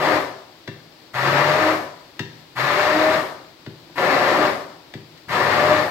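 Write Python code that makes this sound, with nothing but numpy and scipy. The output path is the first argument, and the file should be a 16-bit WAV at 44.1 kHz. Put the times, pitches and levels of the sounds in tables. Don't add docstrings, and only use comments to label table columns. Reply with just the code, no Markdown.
import sys
import numpy as np
from scipy import signal
from scipy.fft import rfft, irfft, next_fast_len
from scipy.io import wavfile

SR = 44100
rng = np.random.default_rng(int(sys.argv[2]) if len(sys.argv) > 2 else 0)


def wrap_up_sound(samples):
    columns = np.atleast_2d(samples).T
    tamed = np.clip(columns, -1, 1)
    steps = np.round(tamed * 32767).astype(np.int16)
    wavfile.write(sys.argv[1], SR, steps)


N = 260190
TIME = np.arange(N) / SR

# (centre [Hz], width [Hz], lift [dB])
HOUSING_MODES = [(295, 33, -3.5), (388.7, 45, 7), (600, 30, 3), (735, 57, 4.5), (969, 56, 4),
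                 (1226, 130, 3), (1780, 200, 4), (2787, 74, 5.5)]


def current_press():
    # (on [s], off [s], coasting time [s], free speed [turns/s], sag under load [turns/s], pick-up time [s],
    #  time until the blade runs free [s], churning level [dB], churning build-up [s],
    #  final blade tone level [dB], blade tone swell [dB/s], shaft tone level [dB],
    #  swirl level [dB], swirl length [s], push on the worktop [dB])
    presses = np.array([(-0.4, 0.154, 0.15, 308, 47, 0.13, 0.46, -23, 0.036, -31, -5, -27, -31, 0.47, -3.5),
                        (1.128, 1.713, 0.17, 335, 66.3, 0.5, 0.47, -24.5, 0.1, -24, 2.5, -26.5, -24, 0.38, 0.5),
                        (2.549, 3.157, 0.19, 321, 54.2, 0.26, 0.35, -25.5, 0.13, -20, 17.5, -24, -23, 0.12, -3),
                        (3.948, 4.456, 0.2, 306, 24.7, 0.1083, 0.43, -22.3, 0.0082, -28, 9, -28.5, -33, 0.33, -14),
                        (5.276, 5.784, 0.32, 314, 47, 0.3, 0.44, -24.5, 0.041, -20, 25, -30.5, -36, 0.55, 7)])
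    latest = np.searchsorted(presses[:, 0], TIME, side="right") - 1
    return presses[np.maximum(latest, 0)].T


def blender(count=3):
    (on, off, _, free_speed, sag, pickup_s, free_s, churn_db, build_s,
     blade_db, swell, shaft_db, swirl_db, swirl_s, push_db) = current_press()
    grinding, brushing, driven = motor()
    age = TIME - on
    turns = free_speed - sag * np.exp(-age / pickup_s)
    angle = 2 * np.pi * np.cumsum(turns) / SR
    freeing_s = 0.0062
    free = step(age - free_s, freeing_s)

    rattle_gain = from_db(-20 - 1 * free) * rise(age - 0.0047, 0.026) * grinding
    churn_gain = from_db(churn_db) * rise(age - 0.023, build_s) * grinding ** 0.56
    brush_gain = from_db(-43.5) * brushing
    parts = []
    for _ in range(count):
        part = rattle_gain * rattle(angle) + churn_gain * churn() + brush_gain * brushes(angle)
        parts.append(part / np.sqrt(count))

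    shake_s, damping_db = 0.22, 14
    shaking = free * step(free_s + shake_s - age, freeing_s)
    shaft_gain = from_db(shaft_db - 3 - damping_db * (1 - shaking)) * rise(age, build_s)
    blade_gain = from_db(blade_db - 3.5 - swell * np.maximum(off - TIME, 0)) * step(age - 0.13, 0.023)
    hum = shaft_gain * tone(angle, wobble=0.095, rough_db=2.5)
    hum += blade_gain * tone(2 * angle, wobble=0.25, rough_db=2.5)
    hum += swirl(age, turns, swirl_db, swirl_s) + worktop_hum(age, push_db)
    return parts, driven * hum


def motor(fade_power=4.53, brush_power=1.0, spin_up_s=0.015, unload_s=0.053, start_s=0.0044):
    on, off, coast_s = current_press()[:3]
    begun = rise(TIME - on, start_s)
    speed = np.clip(1 - (TIME - off) / coast_s, 0, 1)
    grinding = begun * speed ** fade_power
    brushing = rise(TIME - on, spin_up_s) * speed ** brush_power
    driven = begun * np.exp(-np.maximum(TIME - off, 0) / unload_s)
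    return grinding, brushing, driven


def rattle(angle, impacts_per_s=3000, size_db=2.5, throb=0.38, hiss_db=-4, flutter_db=1.87):
    # (frequency [Hz], level [dB])
    rattle_colour = [(30, -48), (250, -22), (500, -7.5), (700, -4), (1250, 2), (1450, 0), (2100, -2.5),
                     (2600, -10.5), (3100, -13), (4300, -16), (6000, -24), (9500, -35.5), (14500, -34),
                     (16000, -38)]
    # (time [s], size against the running force [dB])
    clacks = [(1.143, 22), (2.567, 16), (3.982, 24), (5.294, 17)]
    sizes = from_db(size_db * np.minimum(rng.exponential(1, N), 5))
    signed_sizes = sizes * rng.choice([-1, 1], N)
    impacts = rms_one(signed_sizes * (rng.random(N) < impacts_per_s / SR))
    hiss = from_db(hiss_db) * rng.standard_normal(N)
    force = (impacts + hiss) * (1 + throb * np.cos(angle))
    force = rms_one(force * from_db(flutter_db * drift(70)))
    for s, db in clacks:
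        force[int(s * SR)] += from_db(db)
    return rms_one(colour(force, rattle_colour, HOUSING_MODES))


def churn(slosh_db=-1.0):
    # (frequency [Hz], level [dB])
    churn_colour = [(20, -33), (55, -25), (80, -7), (100, -5.5), (160, 3), (195, -8.5), (270, 0),
                    (380, -1.5), (450, -5), (540, 4), (750, -3), (1200, -2.5), (1700, -18.5), (16000, -65)]
    turbulence = rng.standard_normal(N) * from_db(slosh_db * drift(40))
    return rms_one(colour(turbulence, churn_colour, HOUSING_MODES))


def brushes(angle, throb=0.3, sparks_db=1.0):
    hiss = rng.standard_normal(N) * (1 + throb * np.cos(2 * angle))
    hiss = hiss * from_db(sparks_db * drift(200))
    band = signal.butter(2, [8000, 15000], "band", fs=SR, output="sos")
    return rms_one(signal.sosfilt(band, hiss))


def swirl(age, turns, level_db, length_s):
    share, lag, pickup_s = 0.487, 0.0694, 0.1403
    swirl_hz = share * turns * (1 - lag * np.exp(-age / pickup_s))
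    gain = from_db(level_db - 2) * rise(age, 0.034) ** 2 * step(length_s - age, 0.039)
    return gain * tone(2 * np.pi * np.cumsum(swirl_hz) / SR, wobble=0.3, rough_db=2.0)


def worktop_hum(age, push_db, mains_hz=100, hum_db=-39, rumble_db=-44):
    # (frequency [Hz], level [dB])
    rumble_colour = [(15, -18), (35, -20), (60, -9), (85, -6), (110, -1.5), (170, 3), (300, -31),
                     (2000, -58)]
    mains = rise(age, 0.17) * tone(2 * np.pi * mains_hz * TIME, wobble=0.18, rough_db=2.0)
    rumble = rms_one(colour(rng.standard_normal(N), rumble_colour))
    return from_db(push_db) * (from_db(hum_db) * mains + from_db(rumble_db) * rumble)


def tone(angle, wobble, rough_db):
    sine = np.sqrt(2) * np.sin(angle + wobble * drift(60))
    return sine * from_db(rough_db * drift(45))


def knocks(tick_db=-13, contact_s=0.0045, settle_s=0.0012, soft_hz=900):
    # (time [s], tick level [dB], brightness [dB/octave],
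    #  glass ring level [dB], other glass modes against the ring [dB], thump level [dB], thump delay [s])
    landings = [(0.6753, -3.5, -5.5, -1, -6, -5.5, 0.0026), (2.1926, 0, -3, 1, -1, -1.5, 0.0032),
                (3.6619, -11, -5.5, -20, -8, -6.5, 0.0051), (3.897, -27, -11, -40, 0, -26, 0.0027),
                (4.9376, -8.5, -3.3, -28, -4, -6.5, 0.00935), (5.1753, -21, -1, -49, -3, -50, 0.004)]
    # (frequency [Hz], level [dB])
    tick_colour = [(100, -39), (600, -6), (1000, -5.5), (1450, -1.5), (1830, 7), (2300, -4), (3500, 0.5),
                   (6000, -8.5), (10000, -17), (16000, -9)]
    # (frequency [Hz], level [dB], t60 [s])
    glass_modes = [(1760, -48, 0.8), (1780, -43.5, 0.4), (970, -44, 0.56), (2720, -38, 0.25),
                   (3700, -46, 0.3)]
    # (frequency [Hz], level [dB], t60 [s])
    worktop_modes = [(103, -25.5, 0.3), (129.1, -23, 0.29), (159.3, -27.5, 0.33), (212.6, -27.5, 0.15),
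                     (258, -30.5, 0.14), (326.5, -31, 0.2), (390.6, -33.5, 0.47), (484, -39, 0.2)]
    ticks, main_taps, other_taps, pushes = np.zeros((4, N))
    t = TIME[:SR // 10]
    for s, db, bright, ring_db, others_db, push_db, delay_s in landings:
        at = int(s * SR)
        envelope = np.exp(-t / contact_s) * (1 - np.exp(-t / settle_s))
        scuff = rng.standard_normal(len(t)) * envelope
        tilted = [(hz, level + bright * np.log2(hz / 2000)) for hz, level in tick_colour]
        ticks[at:at + len(t)] += from_db(db + tick_db) * colour(scuff, tilted)
        main_taps[at] = from_db(ring_db)
        other_taps[at] = from_db(ring_db + others_db)
        pushes[int((s + delay_s) * SR)] = from_db(push_db)
    pushes = signal.sosfilt(signal.butter(1, soft_hz, fs=SR, output="sos"), pushes)
    glass = ring(main_taps, glass_modes[:2]) + ring(other_taps, glass_modes[2:])
    return ticks, glass + ring(pushes, worktop_modes)


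def ring(clicks, modes):
    out = 0
    for k, (hz, db, t60) in enumerate(modes):
        r = from_db(-60 / (t60 * SR))
        w = 2 * np.pi * hz / SR
        poles = [1, -2 * r * np.cos(w), r * r]
        mode = signal.lfilter([0, np.sin(w)], poles, clicks + 1e-18)
        out = out + (-1) ** k * from_db(db) * mode
    return out


def kitchen(x, first_echo_s=0.003, early_db=4, early_s=0.018):
    # (frequency [Hz], t60 [s])
    ring_times = [(100, 0.8), (400, 0.65), (1000, 0.64), (2500, 0.49), (6000, 0.76), (14000, 0.4)]
    t, hz = TIME[:SR], np.arange(SR // 2 + 1)
    noise = rfft(diffuse(rng.standard_normal((2, SR))))
    tail = 0
    for k, (_, t60) in enumerate(ring_times):
        share = at_hz([(row[0], j == k) for j, row in enumerate(ring_times)], hz)
        tail = tail + irfft(noise * share, SR) * from_db(-60 * t / t60)
    tail = tail * (t > first_echo_s) * from_db(early_db * np.exp(-t / early_s))
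    tail /= np.sqrt(np.sum(tail ** 2) / 2)
    return signal.fftconvolve(tail, x[None], axes=1)[:, :N]


def background(level_db=-49.5, waver_db=0.5):
    # (frequency [Hz], level [dB])
    background_colour = [(20, -18), (55, -6), (100, -0.5), (160, 0), (220, -7), (330, 1.5), (400, -8),
                         (480, -7), (1300, -10), (2600, -14), (4500, -13), (6500, -24), (10000, -24.5),
                         (16000, -22.5)]
    pair = np.array([colour(white, background_colour) for white in rng.standard_normal((2, N))])
    hiss = rms_one(diffuse(pair, alike_hz=800, most_alike=0.92))
    return from_db(level_db + waver_db * drift(18)) * hiss


def diffuse(pair, alike_hz=900, most_alike=0.94):
    size = next_fast_len(pair.shape[1])
    hz = np.arange(size // 2 + 1) * SR / size
    alike = most_alike / (1 + (hz / alike_hz) ** 2)
    mid, side = rfft(pair, size)
    spectra = np.sqrt(1 + alike) * mid + np.sqrt(1 - alike) * side * [[1], [-1]]
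    return irfft(spectra, size)[:, :pair.shape[1]] / np.sqrt(2)


def colour(x, points, peaks=(), size=8192):
    hz = np.arange(size // 2 + 1) * SR / size
    db = at_hz(points, hz)
    for centre, width, lift in peaks:
        db = db + lift / (1 + (2 * (hz - centre) / width) ** 2)
    cepstrum = irfft(np.log(from_db(db)))[:size // 2]
    cepstrum[1:] *= 2
    response = irfft(np.exp(rfft(cepstrum, size)))
    return signal.fftconvolve(x, response)[:len(x)]


def at_hz(points, hz):
    points = np.array(points)
    return np.interp(np.log(np.maximum(hz, 1)), np.log(points[:, 0]), points[:, 1])


def drift(rate):
    knots = rng.standard_normal(int(N / SR * rate) + 2)
    return rms_one(np.interp(TIME * rate, np.arange(len(knots)), knots))


def step(s, width_s):
    return 0.5 + 0.5 * np.tanh(s / (2 * width_s))


def rise(age, time_s):
    return 1 - np.exp(-np.maximum(age, 0) / time_s)


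def from_db(db):
    return 10 ** (np.asarray(db) / 20)


def rms_one(x):
    return x / np.sqrt(np.mean(x ** 2) + 1e-20)


def scene(direct_db=-5.0, noise_room_db=-2.5, hum_room_db=-17, tick_room_db=-3, ring_room_db=-8):
    parts, hum = blender()
    ticks, ringing = knocks()
    direct = from_db(direct_db) * sum(parts) + hum + ticks + ringing
    late = np.concatenate([np.zeros(4), direct[:-4]])
    room = from_db(noise_room_db) * sum(kitchen(part) for part in parts)
    shared = from_db(hum_room_db) * hum + from_db(tick_room_db) * ticks + from_db(ring_room_db) * ringing
    room += kitchen(shared)
    return np.array([late, direct]) + room + background()


def record(dry):
    # (frequency [Hz], left level [dB], right level [dB])
    ports = np.array([(97, -4, -8), (280, 2, 2), (600, 4.5, 1), (870, 4.5, -0.5), (1360, 2, -3),
                      (2200, 6.5, -3.5), (2850, 5.5, -1.5), (3980, 7.5, -5.5), (4900, 8, -2), (5840, 4, 1),
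                      (7800, -3, 5), (8270, -17, 1.5), (10400, -8.5, -2.5), (11900, -1.5, -1.5)])
    heard = np.array([colour(dry[k], ports[:, [0, k + 1]]) for k in range(2)])
    cutoff_hz = 15800
    return signal.sosfilt(signal.ellip(12, 0.1, 90, cutoff_hz, fs=SR, output="sos"), heard)


dry = scene()
out = record(dry)
wrap_up_sound(out)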